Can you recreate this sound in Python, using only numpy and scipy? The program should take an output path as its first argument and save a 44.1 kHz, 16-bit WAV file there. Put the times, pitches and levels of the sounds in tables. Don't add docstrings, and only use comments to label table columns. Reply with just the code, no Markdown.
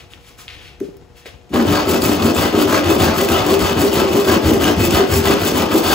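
import sys
import numpy as np
from scipy import signal
from scipy.fft import rfft, irfft, next_fast_len
from scipy.io import wavfile
from scipy.ndimage import uniform_filter1d

SR = 44100
rng = np.random.default_rng(int(sys.argv[2]) if len(sys.argv) > 2 else 0)


def transcribe(u):
    v = np.clip(np.atleast_2d(u).T, -1, 1)
    q = np.round(v * 32767).astype(np.int16)
    wavfile.write(sys.argv[1], SR, q)


def level_to_linear(level):
    exponent = np.asarray(level, float) / 20
    return 10 ** exponent


N = 261954

# freq_hz, relative_density_db
AIR_CURVE = [(18, -37), (30, 8), (71, 6.5), (199, -6), (473, -8.5), (532, -11.5), (720, -13.5),
             (1180, -18.5), (3070, -28.5), (8000, -34), (10400, -68), (17600, -120)]
AIR_DB = -44
# freq_hz, level_db
HUM_PARTIALS = [(360, -63), (479.5, -57.5), (720, -63.5), (840, -66.5)]

# start_s, rise_s, hold_s, level_db, thin_top_db
SLIDES = [(-.02, 0.011, .01, -45, -50), (0.095, 0.026, .005, -48, -49), (.205, 0.074, 0.016, -49.5, -47.5),
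          (0.373, 0.014, 0.03, -48.5, -40.5), (0.475, .006, 0.025, -42, -58), (0.514, 0.021, .01, -42, -56),
          (0.578, .05, .05, -44.5, -53), (.8, .006, 0.057, -58, -54), (1.152, 0.019, 0.018, -48.5, -49),
          (1.25, 0.011, .004, -38.5, -44), (1.491, .004, 0.016, -59, -55)]
# freq_hz, gain_db
THIN_TOP_CURVE = [(300, -38), (1000, 11.5), (4000, 5.5), (8000, 10), (12000, 4.5), (15700, 4), (15900, -45)]
SLIDE_HZ, SLIDE_WIDTH_HZ = 2620, 2600
RISE_DB, FADE_DB_PER_S, TOP_FADE_DB_PER_S = 18, 195, 260
REST_DB, TOP_REST_DB = -66, -64

# start_s, level_db, pitch_hz
TOOTH_TICKS = [(0.1176, -40, 2570), (0.1358, -22, 2980), (0.4808, -16, 3200), (0.4877, -22, 2990),
               (0.502, -27, 2480), (0.804, -29.5, 1710), (1.258, -24, 1980), (1.4934, -40, 2570)]
# start_s, level_db, ring_hz
BRIGHT_CRACKS = [(0.8015, -31.5, 12100), (0.9687, -38, 14800), (1.5254, -36, 2960), (1.668, -27, 7500),
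                 (2.0202, -9.5, 4750), (2.0244, -16, 2570), (2.3483, -15, 7580), (2.3657, -11, 2570),
                 (3.003, -12, 2960), (3.288, -8, 2544), (3.5927, -12, 3388), (3.931, -15, 2980),
                 (4.642, -4, 2890), (4.9077, -9, 2730), (5.139, -6, 5496), (5.339, -12, 3390)]
# start_s, level_db, ring_centre_hz, spread_octaves, rattle_t60_s
BEAM_BUMPS = [(.804, -12, 371, 0.27, 0.14), (.882, -26, 360, 0.67, 0.043), (1.255, -27.5, 676, 0.43, 0.058),
              (1.503, -21, 251, 0.43, 0.083)]
# freq_hz, width_hz, relative_db
BEAM_MODES = [(214, 41, 2.5), (242, 50, 0), (294.8, 9.5, 3.5), (321.3, 52, -1.5), (350.5, 21, -2),
              (391.4, 21, 5), (417, 70, -5.5), (514, 63, 1), (684.4, 3.7, 7), (684, 45, -51)]

# start_s, knock_db, early_teeth_hz, late_teeth_hz, tearing_db, hiss_db, bench_db
STROKE_SETTINGS = [(1.5, -13, 299, 221.6, -27.5, -38, -26.5), (1.655, -20, 283.8, 312, -22.5, -34.5, -23.0),
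                   (1.851, -15, 394.2, 221.2, -26, -34.5, -25.5),
                   (2.006, -20, 284.1, 308.7, -25, -32.5, -24),
                   (2.194, -13, 214.2, 253.5, -25.5, -34.0, -27),
                   (2.335, -20.5, 240, 325, -22.5, -32, -28.5), (2.521, -13.5, 310, 296.5, -25.5, -33, -30),
                   (2.664, -19.0, 295.1, 297.4, -22, -32.5, -29.0),
                   (2.836, -13, 345, 317.4, -24.5, -32, -27), (2.976, -19, 360.4, 298.8, -20, -31.5, -19.5),
                   (3.142, -17.5, 350, 395, -25, -30.0, -26.5), (3.273, -20, 330.4, 390, -20, -32, -23),
                   (3.439, -13.5, 300, 400, -25.5, -32, -26.5),
                   (3.578, -21.5, 305.3, 396.4, -21, -31.5, -23),
                   (3.754, -17.5, 326.3, 419, -25, -32.0, -24.5),
                   (3.903, -18, 324.9, 383.4, -21.5, -32.5, -29.5),
                   (4.081, -15.5, 367, 402.6, -26.5, -31.5, -29.5),
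                   (4.236, -16.5, 380, 295, -22.5, -32.5, -33),
                   (4.419, -14.5, 312.2, 395, -27, -31.5, -20.5),
                   (4.577, -16, 258.3, 329.3, -24, -34.0, -23.5),
                   (4.757, -16, 347.7, 349, -27.5, -30.0, -20.5),
                   (4.895, -15.5, 350, 385.8, -22.0, -31.5, -26.5),
                   (5.068, -18, 335.2, 400, -28.5, -28.5, -24),
                   (5.22, -18.5, 388, 395, -21.0, -31.5, -26.5), (5.392, -18.0, 319, 394, -26.5, -29, -26),
                   (5.523, -18.5, 249.6, 324.3, -22.5, -33, -26),
                   (5.687, -15, 285, 339.7, -25.5, -31.5, -33.5),
                   (5.826, -19.5, 321.4, 330, -20.5, -30, -29.5)]
LAST_S = 6.0
# stroke_share_0_1, knock_db, early_to_late_speed_0_1, tearing_db, hiss_db, bench_db
PUSH_COURSE = [(0, -6.5, 0.05, 1.5, -5, -9), (.15, -3.5, 0.02, 2, -3.5, 4.5), (.4, 2.5, .1, 4, 1.5, 5.5),
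               (.6, 4.5, .8, 4.5, 4, -4.5), (.8, -1.5, .98, 1.5, 1.5, -2.5), (1, 0.5, 0.94, -3, -6.5, 4)]
# stroke_share_0_1, knock_db, early_to_late_speed_0_1, tearing_db, hiss_db, bench_db
PULL_COURSE = [(0, -5, 0.034, -11, -6.5, -10), (.1, -0.5, 0.023, -1.5, 0.5, -1),
               (.3, 2.5, 0.099, 3, 5, 7.5), (.6, 4.5, .8, 4.5, 3, -1), (.8, 2.5, .98, 0, -2, -2.5),
               (1, -6.5, .98, -4, -10.5, -0.5)]
# centre_s, depth_db, half_length_s
HAND_HALTS = [(1.842, -2.5, 0.017), (2.003, -3, .018), (4.239, -1.5, 0.018), (4.42, -2.5, 0.023),
              (4.566, -1, 0.022), (4.768, -4, 0.025), (5.076, -6.5, 0.026), (5.69, -1, 0.025)]
# centre_s, rise_db, half_length_s
HISS_SWELLS = [(1.55, 4, 0.011), (1.73, 0.5, 0.013), (1.9, 9.5, 0.023), (2.045, 4, .03), (2.24, 5.5, .025),
               (2.365, 3, 0.0081), (2.57, 1, 0.018), (3.21, 0.5, 0.017), (3.54, 0, 0.019),
               (3.81, 6.5, 0.02), (3.935, 2.5, .008), (4.475, 3, 0.0093), (5.175, 6, .012),
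               (5.78, 3, 0.021)]
BLEND_S = 0.013
START_S, START_DB = 0.039, -44
CHATTER_DB, ROCK_DB = 1.5, 3.5

# freq_hz, gain_db
TEAR_CURVE = [(300, -6), (600, 3), (1100, -2), (1800, -14.5), (3000, -11.5), (5000, -21), (8000, -54)]
# freq_hz, gain_db
RASP_CURVE = [(500, -50), (1200, -15), (2500, 3.5), (3500, -2), (5000, -1.5), (7000, -1), (9000, -55),
              (11000, -24), (13000, -70)]
# freq_hz, width_hz, relative_db
BLADE_MODES = [(1185, 150, 3.5), (1460, 43, 5), (1336, 140, 7), (1644, 167, 15), (1982, 82, 13),
               (2570, 49, 14.5), (2990, 270, 9.5), (3490, 79, 13), (4475, 260, 9.5)]
# freq_hz, gain_db
HISS_CURVE = [(1000, -56), (3000, -2), (6000, -1), (8000, 6.5), (9500, -5.5), (12500, -3.5), (15000, -8.5),
              (15700, -10), (15900, -40), (16600, -55)]
# freq_hz, width_hz, relative_db
BENCH_TOP_MODES = [(62, 20, -26), (90, 21.4, 8.5), (148, 102, 2)]

# freq_hz, t60_s
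ROOM_DECAY = [(150, 0.14), (400, 0.62), (1000, 0.093), (3000, 0.47), (8000, 0.055)]
# freq_hz, share_0_1
DIRECT_SHARE = [(60, 1), (300, 0.89), (900, 0.39), (1500, 0.74), (2800, 0.88), (4600, 0.89), (5800, 0.16),
                (6900, 1), (16000, 0.78)]
# freq_hz, lead_rad
RIGHT_LEAD = [(60, 0.017), (600, 0.18), (1500, -0.82), (3000, -1.23), (4500, -0.68), (6000, -0.86),
              (6900, -1.4)]
# freq_hz, difference_db
LEFT_OVER_RIGHT = [(60, 2), (380, 3), (950, 1.4), (2400, 3), (5000, 5.5), (7000, 1.5), (16000, 5)]
TREBLE_HZ, TREBLE_TURN_HZ = 6786, 4250
EDGE_HZ = 15850


def evened(x):
    return x / np.sqrt(np.mean(x ** 2) + 1e-20)


def read(points, hz):
    f, value = np.transpose(points)
    return np.interp(np.log(hz + 1), np.log(f + 1), value)


def curve(points):
    return lambda hz: level_to_linear(read(points, hz))


def columns(points, at):
    s, *values = np.transpose(points)
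    return np.array([np.interp(at, s, v) for v in values])


def colour(x, gain):
    size = next_fast_len(N + 8192)
    return irfft(rfft(x, size) * gain(np.fft.rfftfreq(size, 1 / SR)), size)[..., :N]


def modes(table, weights=1):
    f, width, db = np.transpose(table)[:, :, None]

    def response(hz):
        damping = 1j * width * hz
        return (weights * level_to_linear(db) * damping / (f ** 2 - hz ** 2 + damping)).sum(0)
    return response


def slow(hz):
    return evened(signal.lfilter([1], [1, -np.exp(-2 * np.pi * hz / SR)], rng.standard_normal(N)))


def grit(per_s, spread_db, floor):
    size = level_to_linear(spread_db * np.minimum(rng.exponential(1, N), 5))
    size = size * (rng.random(N) < per_s / SR)
    grains = evened(size * rng.standard_normal(N))
    return evened(grains + floor * rng.standard_normal(N))


def swells(table):
    t = np.arange(N) / SR
    return sum(db * np.exp(-((t - s) / half) ** 2) for s, db, half in table)


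def air():
    noise = rng.standard_normal((2, N))
    noise[1] = 0.44 * noise[0] + 0.69 * noise[1]
    lumps = level_to_linear(2 * slow(8))
    rumble = level_to_linear(AIR_DB) * evened(colour(noise * lumps, curve(AIR_CURVE)))
    t = np.arange(N) / SR
    hum = np.zeros(N)
    for hz, db in HUM_PARTIALS:
        level = np.sqrt(2) * level_to_linear(db + 1.1 * slow(2.9))
        hum += level * np.sin(2 * np.pi * (hz * t + rng.random()))
    return rumble + hum


def slide():
    t = np.arange(N) / SR
    start, rise, hold, level_db, top_db = np.transpose(SLIDES)[:, :, None]
    swell_db = np.where(t < start, -99, -RISE_DB * np.clip(1 - (t - start) / rise, 0, 1))
    after_s = np.maximum(t - start - rise - hold, 0)
    level = level_to_linear(REST_DB) + level_to_linear(level_db + swell_db - FADE_DB_PER_S * after_s).sum(0)
    thin = level_to_linear(TOP_REST_DB) + level_to_linear(top_db + swell_db - TOP_FADE_DB_PER_S * after_s).sum(0)
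    turn = np.exp(2j * np.pi * SLIDE_HZ * t)
    r = np.exp(-np.pi * SLIDE_WIDTH_HZ / SR)
    grains = grit(4000, 1.4, 0.91) * level_to_linear(1.9 * slow(30))
    rub = evened((turn * signal.lfilter([1], [1, -2 * r, r * r], grains / turn)).real)
    top = evened(colour(rng.standard_normal(N), curve(THIN_TOP_CURVE)))
    return level * rub + thin * top


def ticks():
    out, t = np.zeros(N), np.arange(200) / SR
    for s, db, hz in TOOTH_TICKS:
        envelope = level_to_linear(db + 13 - 60 * t / 0.002) * (1 - np.exp(-t / 0.0003))
        out[round(s * SR):][:200] += envelope * np.sin(2 * np.pi * hz * t)
    return out


def bright_cracks():
    out, t = np.zeros(N + 900), np.arange(900) / SR
    for s, db, hz in BRIGHT_CRACKS:
        burst = level_to_linear(-60 * t / 0.008) * rng.standard_normal(900)
        ring = 0.55 * level_to_linear(-60 * t / 0.02) * np.sin(2 * np.pi * hz * t)
        out[round(s * SR):][:900] += level_to_linear(db - 7) * (burst + ring)
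    return colour(out[:N], curve(THIN_TOP_CURVE))


def bumps():
    out, t = np.zeros(N), np.arange(8000) / SR
    held = np.array(BEAM_MODES) * [1, 1.8, 1]
    for s, db, hz, spread, t60 in BEAM_BUMPS:
        blow = np.zeros(N)
        rattle = rng.standard_normal(8000) * level_to_linear(-60 * t / t60)
        blow[round(s * SR):][:8000] = rattle * (1 - np.exp(-t / 0.0084))
        near = np.exp(-(np.log2(held[:, :1] / hz) / spread) ** 2)
        response = modes(held, near)
        ring = colour(blow, lambda f: response(f) / (1 + (f / (1.25 * hz)) ** 6))
        out += level_to_linear(db) * ring / abs(ring).max()
    return out


def strokes():
    table, t = np.array(STROKE_SETTINGS), np.arange(N) / SR
    edges = np.append(table[:, 0], LAST_S)
    place = np.interp(t, edges, np.arange(len(edges)))
    which = np.minimum(place.astype(int), len(table) - 1)
    share = place - which
    course = np.where(which % 2, columns(PULL_COURSE, share), columns(PUSH_COURSE, share))
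    knock, way, tear, hiss, shake = course
    _, knock_db, early_hz, late_hz, tear_db, hiss_db, shake_db = table[which].T
    controls = [knock_db + knock, early_hz + way * (late_hz - early_hz), tear_db + tear,
                hiss_db + hiss + swells(HISS_SWELLS), shake_db + shake]
    start_db = START_DB * np.clip(1 - (t - edges[0]) / START_S, 0, 1)
    on = (t > edges[0]) * level_to_linear(swells(HAND_HALTS) + start_db)
    return *uniform_filter1d(controls, max(round(BLEND_S * SR), 1), axis=1), on


def beam(turns, bite, knock_db, on):
    ring = modes(BEAM_MODES)
    even = np.sin(2 * np.pi * turns) * bite
    uneven = colour(grit(900, 3.17, 0.2), modes([(310, 185, 0)]))
    push = 0.62 * even / colour(even, ring).std() + 0.78 * uneven / colour(uneven, ring).std()
    return colour(push * level_to_linear(knock_db + CHATTER_DB * slow(24)) * on, ring)


def cutting(burst, tear_db, hiss_db):
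    tear = evened(colour(burst * grit(3000, 1.0, 0.93), curve(TEAR_CURVE)))
    rasp_db = 0.46 * tear_db + 0.56 * hiss_db - 3.0
    rasp = evened(colour(burst * grit(2500, 1.7, 1.0), curve(RASP_CURVE)))
    return level_to_linear(tear_db) * tear + level_to_linear(rasp_db) * rasp


def blade(cut):
    return sum(colour(cut * level_to_linear(4.33 * slow(2.5) - 12), modes([mode])) for mode in BLADE_MODES)


def dust(burst, hiss_db):
    hiss = evened(colour(burst * grit(5000, 0.44, 1.0), curve(HISS_CURVE)))
    fine = curve(HISS_CURVE)
    fizz = evened(colour(burst * grit(2800, 2.8, 0.59), lambda hz: fine(hz) * (hz / 15000) ** 3))
    return level_to_linear(hiss_db) * hiss + level_to_linear(1.23 * hiss_db + 10.0) * fizz


def saw():
    knock_db, teeth_hz, tear_db, hiss_db, _, on = strokes()
    turns = np.cumsum(teeth_hz * (1 + 0.04 * slow(40))) / SR
    bite = level_to_linear(0.73 * rng.standard_normal(3000))[turns.astype(int)]
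    burst = bite * (2.1 + np.exp(-(turns % 1) / 0.32)) * level_to_linear(2.0 * slow(27))
    cut = cutting(burst, tear_db, hiss_db)
    return beam(turns, bite, knock_db, on) + on * (cut + blade(cut) + dust(burst, hiss_db))


def bench():
    *_, level_db, on = strokes()
    shake = evened(colour(rng.standard_normal(N), modes(BENCH_TOP_MODES)))
    return level_to_linear(level_db + ROCK_DB * slow(5)) * shake * on


def room(x, count=5):
    taps = np.zeros((count, 2, SR // 2))
    grid = np.arange(100, SR // 2 - 20, 20)
    at = grid + rng.integers(0, 20, (count, 2, len(grid)))
    np.put_along_axis(taps, at, rng.choice([-1., 1.], at.shape), 2)
    hz, t, z = signal.stft(taps, SR, nperseg=256)
    t60_s = read(ROOM_DECAY, hz)[:, None]
    tails = signal.istft(z * level_to_linear(-60 * t / t60_s) / np.sqrt(t60_s), SR, nperseg=256)[1]
    tails = tails / np.linalg.norm(tails[0, 0])
    place = (np.arange(N) / SR * 12 - np.arange(count)[:, None]) % count - 1
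    fade = np.cos(np.pi / 2 * np.clip(place, -1, 1))
    return signal.fftconvolve((x * fade)[:, None], tails, axes=2).sum(0)[:, :N]


def scene():
    work = slide() + ticks() + bright_cracks() + bumps() + saw() + bench()
    share = lambda hz: np.clip(read(DIRECT_SHARE, hz), 0, 1)
    sides = np.array([[-0.5], [0.5]])
    direct = colour(work, lambda hz: np.sqrt(share(hz)) * np.exp(1j * sides * read(RIGHT_LEAD, hz)))
    walls = colour(room(work), lambda hz: np.sqrt(1 - share(hz)))
    return colour(direct + walls + air(), lambda hz: level_to_linear(-sides * read(LEFT_OVER_RIGHT, hz)))


def low_pass(x):
    return signal.sosfilt(signal.butter(12, 16820, fs=SR, output="sos"), x)


def record(dry):
    heard = signal.sosfilt(signal.butter(3, 55, "high", fs=SR, output="sos"), dry)
    rounded = 0.72 * np.tanh(heard / 0.72)
    sides = np.array([[-1], [1]])
    shared = lambda hz: np.clip((hz - TREBLE_HZ) / 1000 + 1, 0, 1)
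    turn = lambda hz: np.exp(1j * np.pi * sides * np.maximum(hz - TREBLE_HZ, 0) / TREBLE_TURN_HZ)
    edge = lambda hz: level_to_linear(-12 * np.clip((hz - EDGE_HZ) / 150, 0, 1))
    treble = colour(rounded.mean(0), lambda hz: shared(hz) * turn(hz) * edge(hz))
    mix = colour(rounded, lambda hz: 1 - shared(hz)) + treble
    return low_pass(mix)


dry = scene()
out = record(dry)
transcribe(out)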